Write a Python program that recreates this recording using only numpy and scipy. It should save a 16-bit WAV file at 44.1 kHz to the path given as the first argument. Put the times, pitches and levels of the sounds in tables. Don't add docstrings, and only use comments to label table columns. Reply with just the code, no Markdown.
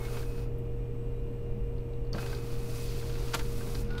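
import sys
import numpy as np
from scipy import signal
from scipy.fft import rfft, irfft, next_fast_len
from scipy.io import wavfile
from scipy.ndimage import map_coordinates

SR = 44100
rng = np.random.default_rng(int(sys.argv[2]) if len(sys.argv) > 2 else 0)


def unload_wav(signal):
    wavfile.write(
        sys.argv[1],
        SR,
        np.round(np.clip(np.atleast_2d(signal).T, -1, 1) * 32767).astype(np.int16),
    )


N = 176400
RAMP_S, SHIMMER_DB = 0.019, 1.2


def amp(db):
    return 10 ** (np.asarray(db) / 20)


def unit(x):
    return x / np.sqrt(np.mean(x ** 2) + 1e-20)


def clock():
    return np.arange(N) / SR


def wobble(rate):
    return map_coordinates(rng.standard_normal(int(N * rate / SR) + 4), [clock() * rate])


def filtered(x, response):
    size = next_fast_len(len(x) + 8192)
    return irfft(rfft(x, size) * response(np.fft.rfftfreq(size, 1 / SR)), size)[:len(x)]


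def coloured(x, points):
    hz, db = np.transpose(points)
    return unit(filtered(x, lambda f: amp(np.interp(np.log(f + 1), np.log(hz), db))))


def gate(start, stop):
    return np.clip(np.minimum(clock() - start, stop - clock()) / RAMP_S + .5, 0, 1)


def level(passes, column):
    gain = np.zeros(N)
    for points in map(np.array, passes):
        times, db = points[:, 0], points[:, column]
        moving = gate(times[0] - RAMP_S / 2, times[-1] + RAMP_S / 2)
        gain += moving * amp(np.interp(clock(), times, db))
    return gain


def tone(hz, db, waver_db, drift=0):
    strength = np.sqrt(2) * unit(amp(waver_db * wobble(12))) * amp(db)
    return strength * np.sin(2 * np.pi * (hz * clock() + drift + rng.random()))


def grainy(per_s, life_s, share):
    hits = (rng.random(N) < per_s / SR) * rng.exponential(size=N)
    power = np.abs(signal.lfilter([1], [1, -np.exp(-1 / (life_s * SR))], hits))
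    return rng.standard_normal(N) * np.sqrt(1 - share + share * power / power.mean())


def decay(t, t60_s):
    return amp(-60 * t / t60_s)


def attack(t, rise_s):
    return 1 - np.exp(-t / rise_s)


def mode(t, hz, db, t60_s):
    return amp(db) * decay(t, t60_s) * np.sin(2 * np.pi * (hz * t + rng.random()))


def add(out, start_s, sound):
    part = out[round(start_s * SR):][:len(sound)]
    part += sound[:len(part)]


def stepper(step_hz, tones, flutter_hz=1.0):
    drift = np.cumsum(flutter_hz * wobble(40)) / SR
    return sum(tone(k * step_hz, db, SHIMMER_DB, k * drift) for k, db in tones)


def feed_motor(step_hz=635.66):
    # start_s, stop_s
    runs = [(-.1, 0.456), (2.175, 3.85)]
    # time_s, level_db
    whine = [(0, -71), (.15, -58), (.22, -72), (.3, -62), (.44, -67), (2.19, -53.5), (2.3, -56.5),
             (2.45, -70), (2.8, -61), (3.1, -71), (3.85, -66)]
    # step_multiple, level_db
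    overtones = [(8, -78), (9, -77), (14, -78), (15, -74.5), (16, -83), (19, -78.5), (20, -86), (21, -82),
                 (22, -76), (23, -78), (24, -78)]
    # pitch_hz, level_db
    idle_tones = [(5631, -90.5), (8032, -83.5), (10708, -93), (13386, -81)]
    feeding = sum(gate(*run) for run in runs)
    whine_db = np.interp(clock(), *np.transpose(whine))
    turning = stepper(step_hz, [(4, whine_db)] + overtones)
    idle = sum(tone(hz, db, waver_db=2.0) for hz, db in idle_tones)
    return feeding * turning + (1 - feeding) * idle


def pick_motor(step_hz=726.5, waver_db=2.2):
    # start_s, stop_s, step_multiple, level_db
    runs = [(-.1, 0.082, 3, -57.5), (3.899, 4.1, 2, -50.5)]
    # step_multiple, level_db
    overtones = [(5, -69), (6, -71), (7, -74)]
    # pitch_hz, level_db
    driver_tones = [(9964, -76), (13400, -73), (14853, -82)]
    whistle = sum(tone(hz, db, SHIMMER_DB) for hz, db in driver_tones)
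    load = unit(amp(waver_db * wobble(70)))
    return sum(gate(start, stop) * (load * stepper(step_hz, [(k, db)] + overtones) + whistle)
               for start, stop, k, db in runs)


def gears(gain_db=1):
    # time_s, relative_db
    passes = [
        [(0, -50), (0.1, -52), (0.18, -46.5), (0.26, -59), (0.44, -58), (0.49, -65)],
        [(2.14, -48.5), (2.2, -47.5), (2.3, -51.5), (2.42, -54), (2.6, -54.5), (2.85, -55), (3.12, -54.5),
         (3.29, -51.5), (3.48, -55.5), (3.7, -51.5), (3.86, -57), (3.93, -52.5), (4.0, -52.5)],
    ]
    # frequency_hz, gain_db
    colour = [(150, -14), (400, 6), (700, -0.5), (1000, -1), (1350, -0.5), (1800, -10), (2400, -9.5),
              (3500, -20.5), (8000, -59)]
    teeth = grainy(per_s=170, life_s=0.0024, share=0.19)
    return amp(gain_db) * level(passes, 1) * coloured(teeth, colour)


def paper(gain_db=1, surge_db=0.8):
    # time_s, rub_relative_db, hiss_relative_db
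    passes = [
        [(0, -63, -58), (0.1, -57, -58), (0.17, -55, -54.5), (0.23, -63, -59.5), (0.33, -65.5, -65),
         (0.43, -64.5, -68.0), (0.49, -79.5, -85)],
        [(2.145, -59, -66), (2.21, -54.5, -55), (2.31, -55, -57.0), (2.4, -60, -60.5), (2.5, -58, -59.0),
         (2.65, -59.5, -58.5), (2.76, -53.5, -52), (2.92, -53.0, -55.5), (3.05, -56.5, -57), (3.2, -53.5, -57),
         (3.3, -53.5, -54.5), (3.5, -57, -56), (3.62, -58, -55), (3.72, -55, -54), (3.81, -59.5, -56),
         (3.88, -65, -70.0), (3.95, -66, -73), (4.0, -61, -63)],
    ]
    # frequency_hz, gain_db
    rub_colour = [(1000, -23), (2000, -1.5), (3300, -1), (4500, 2), (5500, -2.5), (7000, -9),
                  (10000, -35.5), (15000, -32)]
    # frequency_hz, gain_db
    hiss_colour = [(3000, -15), (6000, 0), (8000, -0.5), (10000, -.5), (13000, -1.5), (15500, -5)]
    surge = amp(gain_db + surge_db * wobble(35.15))
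    rub = level(passes, 1) * coloured(grainy(per_s=560, life_s=.0015, share=0.29), rub_colour)
    hiss = level(passes, 2) * coloured(grainy(per_s=1400, life_s=.0006, share=0.32), hiss_colour)
    return surge * (rub + hiss)


def knocks(ring_db=-7, scatter_db=2.9):
    # start_s, strength_db, cutoff_hz
    strikes = [(.051, -46.5, 6000), (0.082, -46, 3000), (.17, -40, 4000), (0.194, -47, 5000),
               (.229, -45, 3000), (.381, -52, 5000), (2.147, -32.5, 1200), (2.183, -34.5, 2600),
               (2.228, -42.5, 3000), (2.262, -38, 5000), (2.329, -37, 2500), (3.026, -42, 1980),
               (3.095, -42, 2500), (3.154, -40.5, 2500), (3.333, -40, 7000), (3.336, -33, 7040),
               (3.3406, -26, 6100), (3.344, -27, 13900), (3.348, -30.5, 14000), (3.354, -33, 5000),
               (3.392, -38, 9000), (3.395, -34, 3500), (3.409, -38, 2000), (3.609, -41, 1770),
               (3.671, -46, 1980), (3.752, -42.5, 4000), (3.905, -41, 3950), (3.951, -43, 3000),
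               (3.981, -42.5, 9000)]
    # pitch_hz, gain_db, t60_s
    housing = [(745, -5.5, .05), (903, -5, 0.032), (1374, -4, .05), (1558, 0.5, 0.048), (2050, -6, .05),
               (2612, -6, 0.045), (3560, -9, 0.033), (4150, -7, 0.026), (4580, -1.5, 0.031),
               (5840, -10, 0.025), (7600, -8, 0.02)]
    # frequency_hz, gain_db
    colour = [(200, -5), (800, -1.5), (1200, 2), (1550, -0.5), (2200, -0.5), (4500, -2), (7000, -6.5),
              (8500, -10), (13000, -8), (16000, -13)]
    out, t = np.zeros(N), np.arange(SR // 5) / SR
    for start_s, db, cutoff_hz in strikes:
        ring = sum(mode(t, hz, gain_db + rng.normal(0, scatter_db), t60) for hz, gain_db, t60 in housing)
        crack = coloured(rng.standard_normal(len(t)), colour) * decay(t, t60_s=0.038)
        knock = (crack + amp(ring_db) * ring) * attack(t, rise_s=0.0002)
        lowpass = signal.butter(2, cutoff_hz, fs=SR)
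        add(out, start_s, amp(db) * signal.lfilter(*lowpass, knock))
    return out


def ticks(relative_width=0.31):
    # start_s, level_db, centre_hz
    snaps = [(.584, -59.5, 12700), (1.781, -59, 4000), (1.803, -64, 3970), (1.934, -61, 4000),
             (2.049, -63, 4300), (2.069, -61, 4000), (2.348, -44, 4370), (2.887, -46, 4560),
             (3.748, -39.5, 4670), (3.753, -44, 4800), (3.788, -53, 4600), (3.932, -52, 4180),
             (3.979, -41, 3660), (3.984, -47, 3760)]
    out, t = np.zeros(N), np.arange(SR // 10) / SR
    for start_s, db, hz in snaps:
        def resonance(f):
            damping = 1j * f * hz * relative_width
            return (damping / (hz ** 2 - f ** 2 + damping)) ** 2
        snap = unit(filtered(rng.standard_normal(len(t)), resonance))
        add(out, start_s, amp(db) * snap * attack(t, rise_s=0.00024) * decay(t, t60_s=0.032))
    return out


def latch(start_s=2.1305, gain_db=-33.5, crack_db=-11):
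    # pitch_hz, gain_db, t60_s
    modes = [(3560, -10, .015), (4420, -1, .018), (4620, 2, .018), (5000, -5, .014), (5540, -4, .016),
             (6250, -8, .014)]
    out, t = np.zeros(N), np.arange(SR // 10) / SR
    ring = sum(mode(t, *row) for row in modes)
    crack = amp(crack_db) * decay(t, t60_s=0.013) * rng.standard_normal(len(t))
    add(out, start_s, amp(gain_db) * (ring + crack) * attack(t, rise_s=0.0004))
    return out


def thumps():
    # start_s, level_db
    jolts = [(2.146, -31.5), (3.344, -33)]
    # frequency_hz, gain_db
    colour = [(60, -10), (130, 3), (205, 6), (300, -3), (480, -10), (720, -7.5), (1000, -28), (3000, -55)]
    out, t = np.zeros(N), np.arange(SR // 4) / SR
    for start_s, db in jolts:
        boom = coloured(rng.standard_normal(len(t)), colour)
        add(out, start_s, amp(db) * boom * attack(t, rise_s=0.001) * decay(t, t60_s=0.19))
    return out


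def tray(start_s=3.345):
    drone = tone(hz=207, db=-49.5, waver_db=3, drift=0.14 * wobble(16))
    return gate(start_s, N / SR + RAMP_S) * drone


def squeak(jitter_hz=12, third_db=-3):
    # time_s, pitch_hz, level_db
    glide = [(1.08, 3780, -105), (1.15, 3830, -76), (1.21, 3940, -82), (1.25, 3940, -94), (1.31, 4150, -81),
             (1.37, 4260, -82), (1.43, 4160, -83), (1.5, 3820, -95)]
    times, hz, db = np.transpose(glide)
    pitch_hz = np.interp(clock(), times, hz) + jitter_hz * wobble(60)
    phase = 2 * np.pi * np.cumsum(pitch_hz) / SR
    envelope = gate(times[0], times[-1]) * amp(np.interp(clock(), times, db))
    return envelope * (np.sin(phase) + amp(third_db) * np.sin(3 * phase))


def room(x, gain_db=-11, delay_s=0.004):
    t = np.arange(SR // 3) / SR
    tail = rng.standard_normal(len(t)) * decay(t, t60_s=0.21) * (t > delay_s)
    return amp(gain_db) * signal.fftconvolve(x, tail / np.linalg.norm(tail))[:N]


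def workshop(air_db=-34.5):
    # frequency_hz, gain_db
    air = [(12, 2.5), (30, 0.5), (45, -1.5), (62, -7.5), (85, -12), (105, -15.5), (150, -14.5),
           (200, -20.5), (310, -20), (370, -19.5), (410, -17), (440, -26), (530, -29), (615, -25),
           (700, -34), (1000, -38), (1600, -46), (2700, -46), (3200, -52), (4700, -59), (7000, -62),
           (12000, -65), (14000, -63), (15500, -68)]
    # pitch_hz, level_db, waver_db
    hum = [(28.8, -45, 1.5), (46.5, -42.5, -4.5), (82, -52, 3.5), (120, -39.5, .5), (204.1, -59.5, -5),
           (256.1, -57, 4), (397, -60.5, -2.5), (469.6, -45, -0.32), (1866, -83, 1), (2425, -75.5, -2),
           (2815, -75.5, 2)]
    rumble = amp(air_db) * coloured(rng.standard_normal(N), air)
    return rumble + sum(tone(*row) for row in hum)


def scene():
    contacts = knocks() + ticks() + latch() + thumps()
    running = feed_motor() + pick_motor() + gears() + paper() + tray() + squeak()
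    return (workshop() + running + contacts + room(contacts))[None]


def record(dry):
    top_hz = 15730
    return filtered(dry[0], lambda hz: hz < top_hz)[None]


dry = scene()
out = record(dry)
unload_wav(out)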